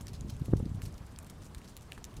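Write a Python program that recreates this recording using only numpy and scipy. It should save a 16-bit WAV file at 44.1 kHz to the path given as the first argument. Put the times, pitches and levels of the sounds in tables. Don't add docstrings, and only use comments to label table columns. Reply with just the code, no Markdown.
import sys
import numpy as np
from scipy import signal
from scipy.fft import rfft, irfft, next_fast_len
from scipy.io import wavfile
from scipy.ndimage import uniform_filter1d, map_coordinates

SR = 44100
rng = np.random.default_rng(int(sys.argv[2]) if len(sys.argv) > 2 else 0)


def store_wav(level_fs):
    pcm = np.round(np.clip(np.atleast_2d(level_fs), -1, 1) * 32767)
    wavfile.write(sys.argv[1], SR, pcm.T.astype(np.int16))


def rack_gain(trim_db):
    fader = np.asarray(trim_db, float)
    return 10 ** (fader / 20)


N = 97020


def unit(x):
    return x / np.sqrt(np.mean(x ** 2) + 1e-20)


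def along(points, hz):
    point_hz, value = np.transpose(points)
    return np.interp(np.log(hz + 1), np.log(point_hz + 1), value)


def wobble(rate, count=N):
    knots = rng.standard_normal(int(count / SR * 3000) + 8)
    return map_coordinates(knots, [np.arange(count) * rate / SR])


def filtered(x, response):
    m = next_fast_len(x.shape[-1] + SR // 4)
    spectrum = rfft(x, m) * response(np.fft.rfftfreq(m, 1 / SR))
    return irfft(spectrum, m)[..., :x.shape[-1]]


def rush(spectrum, patchy_db):
    z = signal.stft(rng.standard_normal(N + SR), nperseg=512)[2]
    patches = uniform_filter1d(rng.standard_normal(z.shape), size=12, axis=0)
    patches = uniform_filter1d(patches, size=3, axis=1)
    x = signal.istft(z * rack_gain(patchy_db * unit(patches)), nperseg=512)[1][:N]
    return unit(filtered(x, lambda hz: rack_gain(along(spectrum, hz))))


# frequency in Hz, density in dB per Hz.
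YARD_TONE = [(88, -6.5), (150, -2), (594, -15.5), (991, -16), (2220, -26.5), (3490, -29), (8450, -33.5),
             (15200, -42), (16500, -61)]


def yard():
    return rack_gain(-54.5 + 0.32 * wobble(7.34)) * rush(YARD_TONE, patchy_db=2.0)


# time in seconds, strength in dB.
GUST = [(0.0, -42.5), (.2, -40), (.36, -40.5), (.44, -41), (0.56, -34), (.75, -40), (.87, -39.5),
        (1.03, -46), (1.12, -47), (1.55, -47.5), (1.7, -48), (2.11, -50.5), (2.2, -36)]
# frequency in Hz, density in dB per Hz.
BUFFET_TONE = [(12, -13), (20, 9.5), (92, 4.5), (281, -15.5), (468, -47.5), (576, -25), (654, -32),
               (900, -34), (1170, -79), (1980, -120)]
# frequency in Hz, density in dB per Hz.
FLUTTER_TONE = [(120, -14), (260, 3), (420, -0.5), (800, -24), (1300, -83)]


def gust():
    strength_db = np.interp(np.arange(N) / SR, *np.transpose(GUST))
    buffet = rush(BUFFET_TONE, patchy_db=0.0) * rack_gain(strength_db + 0.5)
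    flutter_db = -51 + 1.44 * (strength_db + 34.5) + 1.4 * wobble(50.3)
    return buffet + rush(FLUTTER_TONE, patchy_db=-1.5) * rack_gain(flutter_db)


# time in seconds, peak in dB, passing time in seconds
EDDY_PASSES = [(.012, -33, .0022), (0.123, -33.5, -.003), (.218, -33, -.0022), (0.249, -29.5, .0016),
               (0.2531, -46, -.002), (0.2862, -39, -.0025), (0.293, -29.5, .0018), (.331, -32, -.004),
               (0.336, -34, .004), (0.4127, -34, .0025), (0.4159, -27.5, -.0022), (0.4206, -25, .0017),
               (0.4844, -31, .001), (0.4903, -30, -.0025), (0.497, -27, -.0025), (0.5115, -33.5, .003),
               (0.521, -27.5, .0024), (0.53, -28.5, .001), (0.5313, -32.5, -.0008), (.5334, -34.5, .0006),
               (0.536, -12.5, .00105), (0.5401, -23, -.003), (.547, -27, .003), (0.5586, -28.5, -.0024),
               (.5632, -27, .002), (.5755, -29, .003), (0.6004, -39.5, .0005), (0.6027, -31, .0008),
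               (0.6054, -31, -.0013), (.618, -35, -.003), (0.6294, -25.5, -.0017), (.638, -29, -.0018),
               (0.663, -26.5, -.0016), (.6648, -30.5, .0017), (.685, -37, -.003), (0.6944, -33.5, .002),
               (.7185, -27.5, -.002), (0.749, -29, .0022), (0.7619, -37, -.002), (.783, -31.5, -.0024),
               (0.8, -40, .002), (0.836, -31.5, .0032), (0.8727, -30.5, -.0024), (.877, -39, .0024),
               (1.012, -38.5, -.0026), (1.573, -33.5, .0047), (2.184, -35.5, .0034)]


def eddies():
    tail_power, pull = 6.9, -0.22
    t = np.arange(N) / SR
    out = np.zeros(N)
    for s, db, pass_s in EDDY_PASSES:
        u = (t - s) / pass_s
        swirl = 2.19 * (u - pull) / (1 + u * u / tail_power) ** tail_power
        v = (t - s) / 0.0002
        core = 0.2 * v * np.exp(-v * v / 2)
        steepness = min(1, (0.0012 / abs(pass_s)) ** 5)
        out += rack_gain(db) * (swirl + np.sign(pass_s) * steepness * core)
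    return out


# frequency in Hz, t60 in seconds.
WALL_DECAY = [(500, 0.7), (4000, 0.17), (14000, 0.061)]


def wall(x):
    hz, t, z = signal.stft(rng.standard_normal(SR // 4), SR, nperseg=128)
    decay = rack_gain(-60 * t / along(WALL_DECAY, hz)[:, None])
    tail = signal.istft(z * decay, SR, nperseg=128)[1]
    return signal.fftconvolve(x, tail / np.linalg.norm(tail))[:N]


def patter():
    s, pitch, size, life = rng.random((int(N / SR * 400), 4)).T
    falls = np.arange(len(s)) < 140 * N / SR
    hz = np.clip(5500 * np.exp(1.5 * (pitch - .5)), 900, 15000)[:, None]
    t = np.arange(128) / SR
    grain = np.sin(2 * np.pi * hz * t) * np.exp(-t * hz / (2.8 + 3.8 * life[:, None]))
    level = falls * rack_gain(-74 - 5.5 * np.log(size + 0.019))
    grain = grain * level[:, None]
    at = (s * N).astype(int)[:, None] + np.arange(128)
    return np.bincount(at.ravel(), grain.ravel(), N + 128)[:N]


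# frequency in Hz, density in dB per Hz.
DROP_TONE = [(600, -27), (1200, -1.5), (1800, -2), (5840, -4.5), (10700, -5.5), (13200, -8), (14600, -10),
             (16500, -23)]


def bursts(rows, rise_s, q, ring_db, crackle_db, ping_db=-99):
    out = np.zeros(N + SR)
    t = np.arange(SR // 8) / SR
    for s, db, centre_hz, t60, *brightness in rows:
        tilt_db = sum(brightness)

        def colour(hz):
            detune = hz / centre_hz - centre_hz / (hz + 1)
            ring = rack_gain(ring_db + 190 * t60) / (1 + (q * detune) ** 2)
            tilt = rack_gain(tilt_db * np.log2((hz + 1) / centre_hz))
            return rack_gain(along(DROP_TONE, hz)) * (tilt + ring)

        rise = 1 - np.exp(-t / (rise_s + 1.2 * t60 ** 2))
        shape = rack_gain(-60 * t / max(t60, .002)) * rise
        puff = shape * filtered(rng.standard_normal(len(t)), colour)
        puff = puff * rack_gain(crackle_db * wobble(430, count=len(t)))
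        puff = puff * np.linalg.norm(shape) / np.linalg.norm(puff) / shape.max()
        u = t * centre_hz / 0.79
        ping = rack_gain(ping_db - 2 * tilt_db) * np.sin(2 * np.pi * centre_hz * t) * u * np.exp(1 - u)
        out[round(s * SR):][:len(t)] += rack_gain(db - 8.5) * (puff + ping)
    return out[:N]


# start in seconds, peak in dB, centre in Hz, t60 in seconds.
MUD_DROPS = [(.0074, -41, 7400, 0.056), (.085, -46, 5320, 0.063), (.132, -40.5, 6200, 0.039),
             (.142, -43.5, 4570, .1), (.274, -48, 5600, 0.21), (.2955, -45, 5300, 0.051),
             (.345, -52, 7300, 0.029), (.395, -47, 9000, 0.033), (.444, -47, 5960, 0.1),
             (.505, -53, 9050, 0.045), (.566, -40, 5100, 0.044), (.58, -49, 8040, 0.1),
             (.69, -49.5, 6060, 0.032), (.742, -49.5, 8100, 0.078), (.821, -42, 7340, 0.11),
             (.853, -39, 6000, 0.056), (.874, -48, 7000, 0.059), (.976, -44.5, 5300, 0.047),
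             (1.11, -54.5, 7950, 0.099), (1.226, -44, 11500, 0.026), (1.264, -44, 10000, 0.031),
             (1.297, -39.5, 8700, 0.039), (1.415, -46, 5960, 0.069), (1.448, -44.5, 7400, 0.081),
             (1.577, -44, 6960, 0.047), (1.643, -44, 4200, 0.047), (1.685, -46, 6500, 0.09),
             (1.818, -45.5, 7360, 0.057), (1.93, -50, 7400, 0.1), (2.165, -39.5, 5430, .05)]


def splats():
    return rack_gain(-5) * bursts(MUD_DROPS, rise_s=0.00081, q=1.2, ring_db=-7, crackle_db=2.5)


# start in seconds, peak in dB, ring in Hz, t60 in seconds,
# brightness in dB per octave.
BOARD_DROPS = [(.0686, -33.5, 5400, 0.0093, 0.5), (.0814, -34.5, 5040, 0.012, 0),
               (.1393, -44.5, 4970, 0.012, -3), (.2096, -35.5, 6840, 0.0022, -2.5),
               (.3027, -34, 3940, 0.0048, 2.5), (.4574, -37, 2500, 0.0066, 4.5),
               (.656, -43, 4740, 0.0069, -1), (.8186, -34.5, 2580, 0.0071, 1.5),
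               (.853, -41, 13000, 0.0091, -1), (.8578, -40.5, 5360, 0.0098, 0.5),
               (1.1614, -41, 4900, 0.0065, -1.5), (1.188, -32, 8750, 0.0046, -3),
               (1.2981, -38, 6500, 0.011, 3), (1.5475, -34.5, 8600, 0.0068, 0.5),
               (1.551, -46.5, 4140, 0.0087, -1), (1.6166, -47, 2520, 0.0055, -1.5),
               (1.7668, -30, 4050, 0.0042, 5.5), (1.7726, -42, 7600, 0.014, 12),
               (1.9207, -29, 2630, 0.0032, -2.5), (1.9777, -45, 1580, 0.018, -2.5),
               (2.0424, -28, 6300, 0.0039, -0.5), (2.0505, -37.5, 7040, 0.015, 2),
               (2.14, -47.5, 2980, 0.012, 1)]
# start in seconds, peak in dB, ring in Hz, t60 in seconds.
SMALL_DROPS = [(0.01, -37.5, 6960, 0.0047), (.176, -60, 6500, .005), (0.295, -49, 3520, 0.0043),
               (0.366, -44, 7440, 0.0035), (0.417, -45, 4000, 0.0045), (0.52, -52, 11000, .007),
               (0.924, -49, 9000, 0.013), (0.941, -44, 5950, 0.0091), (.968, -54, 11000, 0.0061),
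               (1.065, -47.5, 8000, 0.018), (1.201, -48, 7900, 0.0046), (1.246, -43, 6950, 0.0076),
               (1.274, -46, 7000, .005), (1.304, -48, 12500, 0.0041), (1.309, -54, 12500, 0.0055),
               (1.329, -68, 13000, .005), (1.435, -47, 5000, 0.0063), (1.445, -44, 8500, 0.0071),
               (1.677, -43, 5150, 0.0092), (1.685, -42.5, 6750, 0.009), (1.81, -47, 7500, 0.011),
               (1.931, -43, 8360, 0.0056), (1.988, -59, 10500, 0.0065), (2.131, -51, 8000, 0.004),
               (0.8186, -39.5, 1550, .005), (0.8227, -50, 9000, .004), (.826, -54, 8600, .004),
               (1.1895, -41.5, 2600, 0.0033), (1.548, -44, 1700, 0.0071), (1.916, -47, 10000, .004),
               (1.9263, -50, 2200, 0.0067), (1.9781, -43.5, 910, 0.01), (.2975, -35.5, 5940, 0.012),
               (1.5479, -40, 4160, 0.0041), (1.657, -52, 6000, .008), (2.0426, -37, 4430, 0.0069),
               (1.774, -44.5, 2900, 0.0074), (1.987, -53, 1100, .006), (1.9212, -37.5, 1940, 0.0057)]


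def taps():
    rows = BOARD_DROPS + SMALL_DROPS
    return rack_gain(-1.5) * bursts(rows, rise_s=0.00031, q=2.2, ring_db=1.5, crackle_db=-10.0, ping_db=6)


def scene():
    drops = taps() + patter() + splats()
    echo = rack_gain(-14) * wall(drops)
    return (drops + echo + gust() + eddies() + yard())[None]


def low_pass(x):
    return signal.sosfilt(signal.butter(12, 16640, fs=SR, output="sos"), x)


def record(dry):
    mix = filtered(dry, lambda hz: hz ** 2 / (40.3 ** 2 + hz ** 2) * (hz < 16500))
    return low_pass(mix)


dry = scene()
out = record(dry)
store_wav(out)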